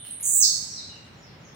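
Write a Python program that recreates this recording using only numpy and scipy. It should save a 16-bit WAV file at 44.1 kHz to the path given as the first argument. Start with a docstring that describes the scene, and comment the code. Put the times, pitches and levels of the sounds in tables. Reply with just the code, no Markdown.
"""Indoors, in a hard ringing room with low outdoor rumble: a small caged bird sings near a phone.
Gliding near-sines make thin falling chips, a two-voiced trilled buzz that narrows to a whistle, and a quick drop.
Wall echoes and decaying noise ring after the song; two tiny noise taps sound in the cage.
Other birds, softer gliding notes in the same room, call farther off over filtered-noise air."""
import sys
import numpy as np
from scipy import signal
from scipy.fft import rfft, irfft, next_fast_len
from scipy.io import wavfile
from scipy.ndimage import uniform_filter1d

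SR = 44100
rng = np.random.default_rng(int(sys.argv[2]) if len(sys.argv) > 2 else 0)


def voltage_ratio(level):
    """Linear amplitude factor for a level in decibels (scalar or array-like)."""
    return 10 ** (np.asarray(level, float) / 20)


def pcm_store(signal):
    """Save signal as 16-bit PCM."""
    levels = np.round(np.clip(np.atleast_2d(signal), -1, 1) * 32767)
    wavfile.write(sys.argv[1], SR, levels.astype(np.int16).T)


N = 68355
PREROLL = int(.3 * SR)  # samples played before the start, so the room already rings

# outdoor air spectrum, overall level set by AIR_DB: (frequency [Hz], relative density [dB])
AIR_SPECTRUM = [(15, -41), (25, -25), (108, 0.5), (180, -1.5), (335, -9.5), (714, -14.5), (1100, -17),
                (2110, -18.5), (3340, -24), (4600, -29.5), (6200, -38.5), (8000, -43.5), (12000, -47.5),
                (16000, -41)]
# stereo spread of the air: (frequency [Hz], side minus mid [dB])
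AIR_SPREAD = [(60, -19), (110, -16.5), (200, -12.5), (380, -6.5), (700, -2.5), (1290, -1), (2380, -0.5),
              (4400, -1), (8120, -0.5), (15000, 0)]
# low hums in the air: (frequency [Hz], width [Hz], lift over the rumble [dB])
AIR_HUMS = [(61, 4.6, 8.5), (92, 5, 4.5), (162, 16, 3)]
AIR_DB, AIR_RISE_DB_PER_S = -50.5, 0.5

# room decay by band: (frequency [Hz], early T60 [s], late T60 [s], late level re early [dB])
ROOM_BANDS = [(2000, 0.69, 1.8, -9.5), (4000, 0.69, 0.97, -9), (6000, 0.47, 0.89, -10),
              (7560, .5, 0.83, -4.5), (11000, 0.3, 0.77, -14.5), (16000, 0.41, 0.6, -5)]
# nearest walls: (delay [s], left gain [dB], right gain [dB])
WALL_ECHOES = [(.007, -11, -13), (.016, -11.5, -11.5), (.021, -11, -13), (.031, -11, -22), (.052, -11, -12),
               (.075, -9, -15)]
FIRST_ECHO_S, BUILD_S = 0.0033, 0.0078
NEAR_WET_DB, FAR_WET_DB, FAR_DIRECT_DB = 5.5, 8.5, -8

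# microphone colour on the near sounds: (frequency [Hz], gain [dB])
MIC_COLOUR = [(3000, 5), (6000, -2), (9000, -0.5), (11200, -5.5), (13000, 2.5), (15300, 1.5)]
# balance of the two phone ports on the near sounds: (frequency [Hz], left minus right [dB])
PORT_BALANCE = [(1000, -7), (2000, -13), (4000, -2), (8000, -9.5), (11000, 1), (14000, 3.5)]
LEFT_LEAD_S = 0.00012  # the near direct sound reaches the left port first

# Source levels below are ahead of the room, the ports and any trill or flutter.
# calls farther off: (time [s], length [s], start pitch [Hz], end pitch [Hz], level [dB])
FAR_CALLS = [(-.06, 0.057, 4356, 2794, -57.5), (.02, 0.039, 3090, 3020, -62.5),
             (.04, 0.053, 4300, 3804, -62.5), (.69, 0.041, 5850, 5670, -44.5),
             (.72, 0.061, 5720, 4455, -49), (.745, 0.052, 4387, 3640, -46.5),
             (.775, 0.013, 5500, 4850, -60), (.805, 0.039, 4640, 4000, -52.5),
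             (.845, 0.019, 4000, 4000, -50.5), (.88, 0.0885, 2912, 2790, -63), (1.03, .04, 9570, 7680, -79),
             (1.1, 0.092, 6160, 5000, -74.5), (1.15, 0.049, 6980, 6800, -72),
             (1.37, 0.061, 7440, 4600, -74.5), (1.21, .03, 6000, 4890, -59), (1.245, .055, 5400, 3500, -66),
             (1.345, .02, 3750, 3710, -81), (1.43, 0.027, 6750, 5800, -62.5),
             (1.455, .03, 6100, 4810, -63.5), (1.495, 0.051, 3197, 3750, -68.5)]
# taps in the cage: (time [s], level [dB])
CAGE_TICKS = [(.049, -44), (.2, -44)]
# falling chips around the song: (time [s], length [s], start pitch [Hz], end pitch [Hz], level [dB])
CHIP_NOTES = [(-.057, .007, 10840, 8800, -46.5), (-.016, .007, 10810, 9000, -39),
              (.025, 0.0086, 9970, 8860, -40.5), (.066, .007, 11000, 8920, -37),
              (.107, .007, 11890, 8790, -31), (.146, .007, 11000, 8850, -41.5),
              (.206, 0.0081, 12960, 10000, -28.5), (1.545, .007, 10500, 9060, -58.5)]
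# upper voice, buzz into whistle: (time [s], pitch [Hz], trill swing [Hz], level [dB])
UPPER_VOICE = [(.223, 9400, 902, -71.5), (.228, 9320, 904, -33.5), (.265, 8920, 1189, -31),
               (.31, 8485, 1292, -34), (.34, 8310, 1391, -30.5), (.355, 7810, 300, -25.5),
               (.375, 7760, 80, -27.5), (.398, 7620, 39.1, -28.5), (.404, 7660, 40, -63.5)]
# lower voice of the buzz: (time [s], pitch [Hz], trill swing [Hz], level [dB])
LOWER_VOICE = [(.223, 6610, 400, -80), (.228, 6770, 400, -41.5), (.265, 7043, 700, -28),
               (.31, 7290, 800, -45), (.336, 7030, 300, -26), (.348, 6840, 300, -59)]
# closing drop: (time [s], pitch [Hz], trill swing [Hz], level [dB])
CLOSING_DROP = [(.401, 7350, 29.93, -55), (.4035, 6920, 594, -22), (.407, 6000, 298, -21.5),
                (.417, 6620, 100, -18.5), (.4205, 6035, 100, -46), (.424, 5790, 150, -20),
                (.43, 5295, 149, -19), (.437, 4603, 150, -19.5), (.442, 4000, 101, -28),
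                (.446, 3800, 30, -72.5)]
# octave overtone by part: name: level re fundamental [dB]
OCTAVE_DB = {"upper": -8.5, "lower": -12, "drop": -24.5, "chip": -33}
TRILL_HZ, TRILL_WOBBLE, PULSE_DEPTH_PER_KHZ = 203, 0.044, 0.92  # depth per kHz of trill swing
PITCH_JITTER_HZ, FLUTTER_DB = 59.5, 2.5
SUM_TONE_DB, HALF_TONE_DB = 11, -37


def table(rows, hz):
    """Read (frequency, value) rows on a log-frequency axis."""
    rows = np.array(rows, float)
    return np.interp(np.log(np.maximum(hz, 1)), np.log(rows[:, 0]), rows[:, 1])


def shape(x, gain):
    """Filter by a gain that is a function of frequency."""
    size = next_fast_len(x.shape[-1])
    hz = np.arange(size // 2 + 1) * SR / size
    return irfft(rfft(x, size) * gain(hz), size)[..., :x.shape[-1]]


def clock():
    """Time in s, negative through the preroll."""
    return (np.arange(N + PREROLL) - PREROLL) / SR


def walk(rate):
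    """Random drift: levels held 1 / rate s, then smoothed twice."""
    hold, size = max(int(SR / rate), 1), N + PREROLL
    steps = np.repeat(rng.standard_normal(size // hold + 1), hold)[:size]
    return 1.3 * uniform_filter1d(uniform_filter1d(steps, hold), hold)


def whistle(hz, level, octave_db, half_db=-99):
    """A near sine with an octave overtone and an optional tone an octave below."""
    phase = 2 * np.pi * np.cumsum(hz) / SR + 2 * np.pi * rng.random()
    octave = voltage_ratio(octave_db) * np.sin(2 * phase) * (2 * hz < .45 * SR)  # mute it close to Nyquist
    half = voltage_ratio(half_db) * np.sin(phase / 2)
    return np.sqrt(2) * level * (np.sin(phase) + octave + half)


def notes(rows, bend, swell, octave_db, warble_hz):
    """Short gliding notes with rounded ends; bend over 1 glides fastest at first, swell over 1 leans late."""
    t, out, warble = clock(), 0, warble_hz * walk(150)
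    for start, length, start_hz, end_hz, db in rows:
        u = np.clip((t - start) / length, 0, 1)
        hz = end_hz + (start_hz - end_hz) * (1 - u) ** bend + warble
        envelope = np.minimum(2 * np.sin(np.pi * u ** swell), 1)
        out = out + whistle(hz, voltage_ratio(db) * envelope, octave_db)
    return out


def air():
    """Outdoor rumble, hums and hiss: slowly swelling noise, mostly shared by both ports in the bass."""
    def colour(hz):
        hums = sum(db * np.exp(-((hz - f) / width) ** 2) for f, width, db in AIR_HUMS)
        return table(AIR_SPECTRUM, hz) + hums

    mid = shape(rng.standard_normal(N), lambda hz: voltage_ratio(colour(hz)))
    side = shape(rng.standard_normal(N), lambda hz: voltage_ratio(colour(hz) + table(AIR_SPREAD, hz)))
    rise_db = np.arange(N) / SR * AIR_RISE_DB_PER_S
    level = voltage_ratio(AIR_DB + rise_db + walk(2.8)[:N]) / np.std(mid)
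    return level * np.array([mid + side, mid - side])


def room(x, wet_db):
    """Dense echoes, different at each port; each band fades fast at first, then slowly."""
    t, tail = np.arange(N) / SR, 0
    centres = np.array(ROOM_BANDS)[:, 0]
    noise = rng.standard_normal((2, N))
    for k, (_, early_s, late_s, late_db) in enumerate(ROOM_BANDS):
        only_this = np.arange(len(centres)) == k
        band = shape(noise, lambda f: np.sqrt(table(np.c_[centres, only_this], f)))
        tail = tail + band * np.hypot(voltage_ratio(-60 * t / early_s), voltage_ratio(late_db - 60 * t / late_s))
    tail = tail * np.clip((t - FIRST_ECHO_S) / BUILD_S, 0, 1)
    tail *= voltage_ratio(wet_db) / np.sqrt(np.sum(tail ** 2) / 2)  # wet level sets the mean energy of the two tails
    return signal.fftconvolve(x[None], tail, axes=1)[:, :len(x)]


def walls(x):
    """Single delayed echoes off the nearest walls."""
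    out = 0
    for delay, left_db, right_db in WALL_ECHOES:
        gain = voltage_ratio(np.array([[left_db], [right_db]]))
        out = out + gain * np.roll(x, int(delay * SR)) * (clock() > delay - .3)  # gate the wrapped end
    return out


def far_birds():
    """Softer, evenly gliding calls with a random warble, direct and through the room."""
    calls = notes(FAR_CALLS, bend=1, swell=1, octave_db=-33, warble_hz=110)
    return voltage_ratio(FAR_DIRECT_DB) * calls + room(calls, FAR_WET_DB)


def ticks():
    """Tiny taps in the cage: noise bursts that die at once, thinned in the bass."""
    t, t60_s = clock(), 0.033
    env = sum(voltage_ratio(db - 60 * np.clip(t - s, 0, 1) / t60_s) * (t > s) for s, db in CAGE_TICKS)
    return shape(env * rng.standard_normal(len(t)), lambda hz: np.clip(hz / 1500, 0, 1))


def voice(rows, trill, octave_db, half_db=-99):
    """One side of the syrinx: the trill swings the pitch and pulses the level, loudest as pitch climbs."""
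    t, rows = clock(), np.array(rows, float)
    hz, swing_hz, db = (np.interp(t, rows[:, 0], rows[:, k]) for k in (1, 2, 3))
    depth = np.clip(PULSE_DEPTH_PER_KHZ * swing_hz / 1000, 0, 1)
    sounding = (t > rows[0, 0]) * (t < rows[-1, 0])
    level = voltage_ratio(db + FLUTTER_DB * walk(500)) * sounding * (1 + depth * np.cos(trill))
    pitch = hz + swing_hz * np.sin(trill) + PITCH_JITTER_HZ * walk(400)
    return whistle(pitch, level, octave_db, half_db)


def bird():
    """Chips, buzz, whistle and drop; the two voices of the buzz multiply into a sum tone."""
    trill = 2 * np.pi * np.cumsum(TRILL_HZ * (1 + TRILL_WOBBLE * walk(60))) / SR
    upper = voice(UPPER_VOICE, trill, OCTAVE_DB["upper"], HALF_TONE_DB)
    lower = voice(LOWER_VOICE, trill + 1.3, OCTAVE_DB["lower"])
    sum_tone = shape(upper * lower, lambda hz: (hz > 11000) * (hz < 19000))
    chips = notes(CHIP_NOTES, bend=2.6, swell=1.3, octave_db=OCTAVE_DB["chip"], warble_hz=20)
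    drop = voice(CLOSING_DROP, trill, OCTAVE_DB["drop"])
    return chips + upper + lower + voltage_ratio(SUM_TONE_DB) * sum_tone + drop


def at_ports(near):
    """Direct sound, wall echoes and room tail of the near sounds, coloured by the two phone ports."""
    left = shape(near, lambda hz: np.exp(2j * np.pi * hz * LEFT_LEAD_S))
    heard = np.array([left, near]) + walls(near) + room(near, NEAR_WET_DB)

    def port_gain(hz):
        balance_db = np.outer([.5, -.5], table(PORT_BALANCE, hz))
        return voltage_ratio(table(MIC_COLOUR, hz) + balance_db)

    return shape(heard, port_gain)


def scene():
    """Near bird, taps and far birds in the room, over the air."""
    birds = at_ports(bird() + ticks()) + far_birds()
    return birds[:, PREROLL:] + air()


def roll_off(x):
    """The treble ends steeply here."""
    return signal.sosfilt(signal.butter(12, 16480, fs=SR, output="sos"), x)


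def record(dry):
    """The phone cuts the top steeply, 70 dB down from 16250 Hz."""
    top_cut = signal.cheby2(20, 70, 16250, fs=SR, output="sos")
    mix = signal.sosfilt(top_cut, dry)
    return roll_off(mix)


dry = scene()
out = record(dry)
pcm_store(out)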